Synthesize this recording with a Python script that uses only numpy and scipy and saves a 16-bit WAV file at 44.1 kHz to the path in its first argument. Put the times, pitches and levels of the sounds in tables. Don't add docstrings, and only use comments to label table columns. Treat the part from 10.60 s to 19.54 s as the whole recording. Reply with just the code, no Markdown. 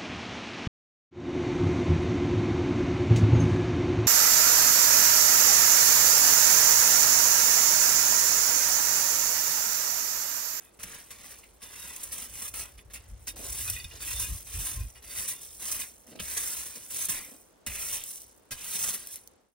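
import sys
import numpy as np
from scipy import signal
from scipy.fft import rfft, irfft, next_fast_len
from scipy.io import wavfile
from scipy.ndimage import uniform_filter1d, map_coordinates

SR = 44100
rng = np.random.default_rng(int(sys.argv[2]) if len(sys.argv) > 2 else 0)


def int16_out(signal):
    q = np.round(np.clip(np.atleast_2d(signal).T, -1, 1) * 32767)
    wavfile.write(sys.argv[1], SR, q.astype(np.int16))


N = 394298


def amp(db):
    return 10 ** (np.asarray(db) / 20)


def unit(x):
    return x / np.sqrt(np.mean(x ** 2) + 1e-20)


def steady(x, span_s):
    return x / np.sqrt(np.abs(uniform_filter1d(x ** 2, max(int(span_s * SR), 2))) + 1e-20)


def wobble(rate):
    knots = rng.standard_normal(4096)
    return map_coordinates(knots, [np.arange(N) * rate / SR], mode="wrap")


def filtered(x, response):
    size = next_fast_len(x.shape[-1] + 8192)
    return irfft(rfft(x, size) * response(np.fft.rfftfreq(size, 1 / SR)), size)[..., :x.shape[-1]]


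def coloured(x, spectrum):
    f, db = np.transpose(spectrum)
    return unit(filtered(x, lambda hz: amp(np.interp(np.log(hz + 1), np.log(f), db))))


def add(track, s, sound):
    part = track[max(round(s * SR), 0):][:len(sound)]
    part += sound[:len(part)]


def drifting(x, responses, hop):
    padded, window = np.pad(x, (hop, 2 * hop)), signal.get_window("hann", 2 * hop)
    out = np.zeros((responses.shape[1], N + SR))
    for start, response in zip(range(0, N + hop, hop), responses):
        piece = signal.fftconvolve((padded[start:start + 2 * hop] * window)[None], response, axes=1)
        out[:, start:start + piece.shape[1]] += piece
    return out[:, hop:hop + N]


def contacts(rate, spread_db, count):
    when, chance, size, shape = rng.random((count, 4)).T
    at = (when * N).astype(int)
    share = np.minimum(rate[at] * N / SR / count, 1)
    keep = chance < share
    size = amp(spread_db * np.minimum(-np.log(size), np.pi)) / np.sqrt(share)
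    return at[keep], size[keep], shape[keep]


def grains(at, size, shape, low_hz, high_hz, cycles, samples):
    hz = (low_hz + (high_hz - low_hz) * shape)[:, None]
    turns = hz * np.arange(samples) / SR
    rings = size[:, None] * np.sqrt(hz) * np.exp(-turns / cycles) * np.sin(2 * np.pi * turns)
    return np.bincount((at[:, None] + np.arange(samples)).ravel(), rings.ravel(), N + samples)[:N]


ENGAGE_S, SAG_DB, RELEASE_DB_PER_S = 0.0048, 13, 162
ARCH = 1.65
CHIP_GROWTH, SCRAPE_GROWTH = 1.65, 1.06
PEBBLE_FINENESS = 0.39
SETTLE_DB_PER_S, TRICKLE_CHIPS_DB = 79, 2.5
REST_DB = -99
# start t/s, rise/s, fall/s, coarse-stone peak level/dB, swell to the peak/dB,
# then level/dB re that peak of chips, pebbles, trickle, steel scrape. All tables give relative levels.
RAKE_PULLS = [(0.0, 0.025, 0.12, -57.5, 0.45, -1, -2, -10, -5),
              (0.188, .16, 0.046, -46, 1.1, -2.5, 2, -5, -7.5),
              (0.494, 0.22, 0.071, -48.5, 8.6, -0.5, 3.5, -7, -10),
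              (1.002, 0.27, 0.19, -46, 13.4, 2.5, 4.5, -3, -2),
              (1.508, 0.12, 0.07, -44.5, 5.5, 4, 5.5, -10, -16),
              (1.718, 0.14, 0.03, -44, 8.3, 7, 5.5, -17, -4),
              (1.936, 0.044, 0.089, -39.5, 2.6, 5, 4, -24, -5),
              (2.335, 0.03, 0.019, -44.5, 22, -5.5, 2, -12, -1),
              (2.469, 0.016, 0.17, -64.5, 0.88, 2, 3, 1, -17),
              (2.756, 0.3, 0.23, -44.5, 7.4, 9, 8.5, -33, -3),
              (3.299, 0.074, 0.037, -51, 3.5, -2.5, 8.5, -1, -4),
              (3.397, 0.11, 0.25, -43.5, 5.3, 7.5, 8.5, -8.5, 2),
              (3.864, 0.21, 0.15, -42.5, 8.3, 8, 7, -17.5, 0),
              (4.418, 0.2, 0.16, -43.5, 13, 7, 6, -16.5, 2),
              (4.802, 0.012, 0.16, -55.5, 2.1, 11.5, 12, -6.5, -18),
              (4.994, 0.13, 0.094, -41, 7, 8, 7.5, -15, -10),
              (5.463, 0.0068, 0.091, -58.5, 3, 5.5, 6, -11, -9),
              (5.595, 0.23, 0.42, -43, 7, 9.5, 9, -16.5, -5.5),
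              (6.297, 0.13, 0.069, -43.5, 6, 11.5, 7.5, -18, -1.5),
              (6.483, 0.019, 0.13, -37.5, 1, 6.5, 3, -17, -2.5),
              (7.061, 0.21, 0.21, -43, 6.5, 8.5, 7.5, -21, -11),
              (7.438, 0.066, 0.18, -58.5, 2, 17.5, 15, -19.5, -14),
              (7.906, 0.31, 0.235, -41.5, 15.2, 10, 10, -21.5, -1.5),
              (8.463, 0.068, 0.08, -57, 12, 14.5, 12.5, -32, 5)]


def drags():
    t, power = np.arange(SR + SR // 4) / SR, np.zeros((4, N))
    for start, rise, fall, db, swell_db, chips_db, pebbles_db, trickle_db, scrape_db in RAKE_PULLS:
        to_peak, past_peak = np.clip(1 - t / rise, 0, 1), np.clip((t - rise) / fall, 0, 1)
        after = np.maximum(t - rise - fall, 0)
        pull_db = -swell_db * to_peak ** ARCH - SAG_DB * past_peak ** ARCH - RELEASE_DB_PER_S * after
        engaged = np.minimum(t / ENGAGE_S, 1)
        trickle = past_peak * amp(trickle_db - SETTLE_DB_PER_S * after)
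        coarse = np.hypot(engaged * amp(pull_db), trickle)
        fine = np.hypot(engaged * amp(CHIP_GROWTH * pull_db), amp(TRICKLE_CHIPS_DB) * trickle)
        middling = coarse ** (1 - PEBBLE_FINENESS) * fine ** PEBBLE_FINENESS
        scrape = engaged * amp(scrape_db + SCRAPE_GROWTH * pull_db)
        stirs = amp(chips_db) * fine, amp(pebbles_db) * middling, coarse, scrape
        for track, stir in zip(power, stirs):
            add(track, start, (amp(db) * stir) ** 2)
    return np.sqrt(power + amp(REST_DB) ** 2)


# t/s, chip level/dB, coarse-stone level/dB, duration/s
RAKE_BITES = [(0.23, -27.5, -35, 0.0095), (0.503, -41.5, -40, 0.026), (1.017, -43, -43.5, 0.048),
              (1.43, -30, -47, 0.011), (1.52, -30, -42, 0.02), (1.579, -32, -36, 0.0072),
              (1.876, -32, -50, 0.016), (2.175, -60.5, -47, 0.03), (2.297, -53, -49.5, 0.04),
              (2.334, -36, -44.5, 0.02), (2.67, -31.5, -36, 0.032), (3.098, -18.5, -41, 0.0057),
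              (3.24, -46, -44, 0.0075), (3.593, -28.5, -42.5, 0.051), (4.35, -66, -49, 0.046),
              (4.581, -36.5, -48, 0.029), (4.677, -27.5, -45, 0.046), (5.114, -26, -41, 0.016),
              (5.192, -32, -42.5, 0.042), (5.595, -38, -32, 0.013), (5.767, -30, -35.5, 0.014),
              (6.155, -34, -43, 0.011), (6.449, -21.5, -43, 0.008), (6.495, -30.5, -41, 0.013),
              (7.063, -29.5, -31.5, 0.014), (7.323, -31, -43, 0.048), (7.907, -33.5, -35, 0.028),
              (8.235, -25, -35, 0.014), (8.275, -31.5, -39, 0.028), (8.337, -30, -35.5, 0.017)]


def agitation(chip_bite_db, pebble_bite_db, stone_bite_db, steel_bite_db, jerk_db):
    stirs = drags() * amp(jerk_db * wobble(120))
    t = np.arange(SR // 5) / SR
    for s, chip_db, stone_db, length in RAKE_BITES:
        burst = (1 - np.exp(-t / 0.0026)) * np.exp(-(t / length) ** 2)
        pebble_db = stone_db + PEBBLE_FINENESS * (chip_db - stone_db)
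        levels = (chip_db + chip_bite_db, pebble_db + pebble_bite_db,
                  stone_db + stone_bite_db, stone_db + steel_bite_db)
        for track, db in zip(stirs, levels):
            add(track, s, burst * amp(db))
    return stirs


# f/Hz, level/dB
CHIP_SPECTRUM = [(2500, -43), (4800, -22.5), (5700, -3.5), (7200, -5), (8200, -0.5), (10200, 0),
                 (12000, -1.5), (16000, -1.5)]


def small_chips(stir):
    rate = 300 + 8000 * stir / amp(-33.5)
    hits = contacts(rate, spread_db=1.5, count=90000)
    ticks = grains(*hits, low_hz=3500, high_hz=16140, cycles=1.0, samples=40)
    return stir * coloured(ticks, CHIP_SPECTRUM)


# f/Hz, level/dB
STONE_SPECTRUM = [(350, -17.5), (800, -5.5), (1100, 1), (1500, 0), (2000, 4), (2700, 2), (4000, -2)]


def coarse_stones(stir):
    rate = 900 + 2500 * (stir / amp(-41.0)) ** .7
    hits = contacts(rate, spread_db=2.5, count=32000)
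    clacks = grains(*hits, low_hz=640, high_hz=3830, cycles=1.96, samples=200)
    return stir * steady(coloured(clacks, STONE_SPECTRUM), span_s=0.028)


# f/Hz, level/dB
PEBBLE_SPECTRUM = [(1500, -44), (2600, -5.5), (3200, -3), (4000, -1), (5000, -0.5), (7000, 5)]


def pebbles(stir):
    rate = 600 + 3300 * (stir / amp(-38.5)) ** .8
    hits = contacts(rate, spread_db=2.5, count=45000)
    rattle = grains(*hits, low_hz=1920, high_hz=7230, cycles=2.6, samples=100)
    return stir * coloured(rattle, PEBBLE_SPECTRUM)


# f/Hz, level/dB
AIR_SPECTRUM = [(20, -20), (60, -24), (200, -3.5), (500, -2), (1000, -9.5), (2500, -19), (8000, -24),
                (16000, -57)]


def open_air(air_db):
    common = rng.standard_normal(N)
    return amp(air_db) * coloured(common + 2.3 * rng.standard_normal((2, N)), AIR_SPECTRUM)


FOCUS_DB_PER_OCTAVE = 13
# f/Hz, level/dB, decay time T60/s
TINE_MODES = [(1049, -8.5, 0.086), (1637, -2.5, 0.04), (1958, 1, 0.04), (2068, -2.5, 0.033),
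              (2500, 0.5, 0.074), (2712, -6.5, 0.1), (2850, -4.5, 0.07), (3537, 0.5, 0.069),
              (3755, -0.5, 0.05), (4634, -2.5, 0.05), (5331, -5, 0.04), (5710, 1.5, 0.043), (9770, 4, 0.04),
              (10200, 6.5, 0.057), (11200, 9, 0.055)]


def tine_ring(t, scatter_db, count, focus_hz=None, detune=0):
    hz, db, t60 = np.transpose(TINE_MODES)
    strength, side, load = rng.standard_normal((count, 3, len(hz))).transpose(1, 0, 2)
    loaded_hz = hz * (1 + detune * load)
    modes = amp(-60 * t / t60[:, None]) * np.sin(2 * np.pi * loaded_hz[:, :, None] * t)
    off_db = 0 if focus_hz is None else FOCUS_DB_PER_OCTAVE * np.abs(np.log2(hz / focus_hz[:, None]))
    gains = amp(db + scatter_db * strength - off_db) * np.sign(side)
    return np.sum(gains[:, :, None] * modes, axis=1)


# t/s, level/dB, f/Hz around which it rings most
TINE_STRIKES = [(0.235, -37, 2000), (2.359, -42, 2520), (2.684, -33, 4730), (3.078, -30, 3500),
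                (3.137, -33, 3500), (3.163, -26.5, 2580), (3.198, -32, 3600), (3.241, -29.5, 3700),
                (3.309, -36, 2500), (4.586, -33, 2000), (5.215, -30.5, 3500), (7.068, -29.5, 2000),
                (7.912, -43, 2410)]


def rake_head(stir, drag_db, clink_db):
    hop, t = SR // 14, np.arange(SR // 11) / SR
    at, size, _ = contacts(np.full(N, 800.), spread_db=2.0, count=8000)
    taps = steady(np.bincount(at, size, N), span_s=.03) * stir * amp(drag_db)
    responses = tine_ring(t, scatter_db=4.0, count=N // hop + 2, detune=0.011)
    responses /= np.linalg.norm(responses, axis=1, keepdims=True)
    ring = drifting(taps, responses[:, None], hop)[0]
    blows = tine_ring(t, scatter_db=-2.0, count=len(TINE_STRIKES), focus_hz=np.array(TINE_STRIKES)[:, 2])
    rebounds = 0.047 * rng.standard_normal(blows.shape) ** 3 * np.exp(-t / 0.0096)
    chatters = (t == 0) + rebounds
    for (s, db, _), blow, chatter in zip(TINE_STRIKES, blows, chatters):
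        clink = signal.fftconvolve(blow, chatter)
        add(ring, s, amp(db + clink_db) * clink / np.abs(clink).max())
    return ring


# f/Hz, level/dB
BED_SPECTRUM = [(28, -28), (58, 14), (140, 1.5), (240, 3.5), (380, -1), (600, 1.5), (850, -9), (1800, -10),
                (5000, -64.5)]


def bed_grumble(stir, bed_db):
    return amp(bed_db) * stir * steady(coloured(rng.standard_normal(N), BED_SPECTRUM), span_s=0.04)


# t/s, level/dB
RAKE_LANDINGS = [(0.24, -46.5), (3.242, -58), (5.601, -40), (6.494, -43), (7.069, -36), (7.913, -48)]


def ground_thuds(thump_db, thump_hz, glide_hz):
    track, t = np.zeros(N), np.arange(SR // 4) / SR
    stumble = 1.7 * wobble(170)
    tunings = np.exp(0.078 * rng.standard_normal(len(RAKE_LANDINGS)))
    envelope = np.exp(-t / 0.051) * (1 - np.exp(-t / 0.0012))
    for (s, db), tuning in zip(RAKE_LANDINGS, tunings):
        hz = tuning * (thump_hz + glide_hz * np.exp(-t / 0.0106))
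        jitter = stumble[round(s * SR):][:len(t)] * np.exp(-t / 0.036)
        thud = envelope * np.sin(2 * np.pi * np.cumsum(hz) / SR + jitter)
        add(track, s, amp(db + thump_db) * thud)
    return track


# t/s, duration/s, its own f/Hz, level/dB
SHOVED_STONES = [(0.29, 0.17, 1840, -54.5), (0.828, 0.043, 2470, -56), (1.066, 0.65, 1110, -65),
                 (2.186, 0.019, 2840, -52), (2.668, 0.024, 5800, -36.5), (3.065, 0.057, 1470, -49),
                 (3.42, 0.16, 2730, -51.5), (5.129, 0.17, 2210, -48), (5.59, 0.029, 3150, -38),
                 (5.643, 0.33, 2000, -50), (6.315, 0.3, 3600, -50.5), (6.508, 0.23, 2220, -51),
                 (7.076, 0.25, 2460, -46), (7.28, 0.21, 3200, -47), (7.967, 0.2, 2730, -50.5),
                 (8.224, 0.12, 1410, -48.5)]


def juddering_stones(judder_db, pitch_spread):
    track = np.zeros(N)
    at, size, shape = contacts(np.full(N, 700.), spread_db=2.5, count=8000)
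    for s, length, hz, db in SHOVED_STONES:
        progress = (at / SR - s) / length
        on = (progress > 0) & (progress < 1)
        arch = np.sin(np.pi * np.sqrt(progress[on]))
        low_hz, high_hz = hz * (1 - pitch_spread), hz * (1 + pitch_spread)
        knocks = grains(at[on], size[on] * arch, shape[on], low_hz, high_hz, cycles=3.5, samples=600)
        track += amp(db + judder_db) * unit(knocks) * np.sqrt(length * SR / N)
    return track


# t/s, level/dB
STONE_COLLISIONS = [(1.363, -23), (1.4383, -23), (6.502, -16), (7.438, -19), (7.5576, -26), (7.6184, -25),
                    (8.227, -16), (8.472, -20), (8.558, -19.5), (8.675, -29)]


def stone_snaps(snap_db):
    track, t = np.zeros(N), np.arange(SR // 100) / SR
    cracks = rng.standard_normal((len(STONE_COLLISIONS), len(t))) * np.exp(-t / 0.001)
    cracks = signal.lfilter(*signal.butter(2, [6500, 15000], "band", fs=SR), cracks)
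    for (s, db), crack in zip(STONE_COLLISIONS, cracks):
        add(track, s, amp(db + snap_db) * crack / np.abs(crack).max())
    return track


# crest t/s, level/dB, half-width to 1/e amplitude/s
WIND_GUSTS = [(2.53, -43, 0.031), (2.928, -43.5, 0.037), (3.115, -44, 0.076), (3.254, -34.5, 0.014),
              (3.626, -38, 0.081), (3.724, -32.5, 0.029), (3.986, -35.5, 0.045), (4.213, -32, 0.057)]
# f/Hz, level/dB
BUFFET_SPECTRUM = [(18, -31), (32, -14), (52, 5.5), (75, 0), (105, -3.5), (160, -19.5), (300, -34),
                   (1200, -91)]


def wind(buffet_db, calm_db):
    t = np.arange(N) / SR
    swell = lambda crest_s, db, half_s: amp(db) * np.exp(-((t - crest_s) / half_s) ** 2)
    breeze = swell(crest_s=3.02, db=-51, half_s=1.53)
    strength = amp(calm_db) + breeze + sum(swell(*gust) for gust in WIND_GUSTS)
    rumble = coloured(rng.standard_normal(N) + 0.29 * rng.standard_normal((2, N)), BUFFET_SPECTRUM)
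    return rumble * strength * amp(buffet_db + 2.3 * wobble(22.05))


# t/s, level/dB, duration/s
BOOT_SCUFFS = [(2.724, -52, 0.21), (3.315, -54.5, 0.056), (5.447, -56, 0.23), (6.155, -47.5, 0.029),
               (6.676, -53, 0.018), (6.712, -55, 0.059)]
# f/Hz, level/dB
SOIL_SPECTRUM = [(50, -27), (130, -15), (260, -3), (380, -9.5), (620, -7.5), (1100, -23), (4000, -24),
                 (16000, -34)]


def boots():
    press, t = np.zeros(N), np.arange(SR // 2) / SR
    for s, db, length in BOOT_SCUFFS:
        progress = t / max(length, .02)
        add(press, s, amp(db) * (1 - np.exp(-progress * 8)) * np.exp(-progress ** 4))
    friction = rng.standard_normal(N) * amp(3.9 * wobble(120))
    return press * coloured(friction, SOIL_SPECTRUM)


def reflections(x, walls_db, walls_t60, woods_db, woods_t60, woods_hz):
    hop, t = SR // 14, np.arange(SR // 6) / SR
    noise = rng.standard_normal((N // hop + 2, 2, 2, len(t)))
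    decay = lambda t60: unit(amp(-60 * t / t60) * (1 - np.exp(-t / 0.0009))) / np.sqrt(len(t))
    walls = amp(walls_db) * decay(walls_t60) * noise[:, 0]
    woods = amp(woods_db) * decay(woods_t60) * noise[:, 1]
    dull_woods = signal.lfilter(*signal.butter(1, woods_hz, fs=SR), woods)
    return drifting(x, walls + dull_woods, hop)


# f/Hz, phase lead/rad, level/dB
PORT_DIFFERENCES = [(0, 0, 0), (300, 0, -.5), (900, .5, 1.5), (1550, 1.15, 3.5), (1950, .7, 3.8),
                    (2300, -.1, 0), (3200, 0, -3), (4600, -.1, -3.3), (5100, -.2, 1), (5400, 2, -5.5),
                    (6500, 2.2, -3), (7500, 4, -1.5), (9000, 6, 0), (16000, 12.8, 0)]


def from_the_left(x):
    f, lead, tilt_db = np.transpose(PORT_DIFFERENCES)
    half = lambda hz: amp(np.interp(hz, f, tilt_db) / 2) * np.exp(.5j * np.interp(hz, f, lead))
    return filtered(x, lambda hz: np.array([half(hz), 1 / half(hz)]))


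def scene():
    chips, middling, stones, steel = agitation(
        chip_bite_db=-4.0, pebble_bite_db=1.5, stone_bite_db=-4.0, steel_bite_db=-4.5, jerk_db=1.5)
    work = amp(0.17) * small_chips(chips) + stone_snaps(snap_db=-2.0)
    work += amp(-8.5) * coarse_stones(stones) + amp(-10.5) * pebbles(middling)
    work += rake_head(steel, drag_db=-1.5, clink_db=-3.5) + boots()
    work += juddering_stones(judder_db=-4.5, pitch_spread=0.15)
    ground = bed_grumble(stones, bed_db=-13.5) + ground_thuds(thump_db=-2.5, thump_hz=54.0, glide_hz=134)
    echo = reflections(work + amp(-4.5) * ground, walls_db=-3.5, walls_t60=0.028,
                       woods_db=-1.5, woods_t60=0.17, woods_hz=920)
    background = wind(buffet_db=-1.0, calm_db=-72.5) + open_air(air_db=-63.0)
    fade_out = np.minimum(np.arange(N)[::-1] / SR / 0.21, 1)
    return from_the_left(work + ground + echo) + fade_out * background


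def record(dry):
    cutoff_hz = 15850
    return filtered(dry, lambda hz: 1 / (1 + np.minimum(hz / cutoff_hz, 2) ** 200))


dry = scene()
out = record(dry)
int16_out(out)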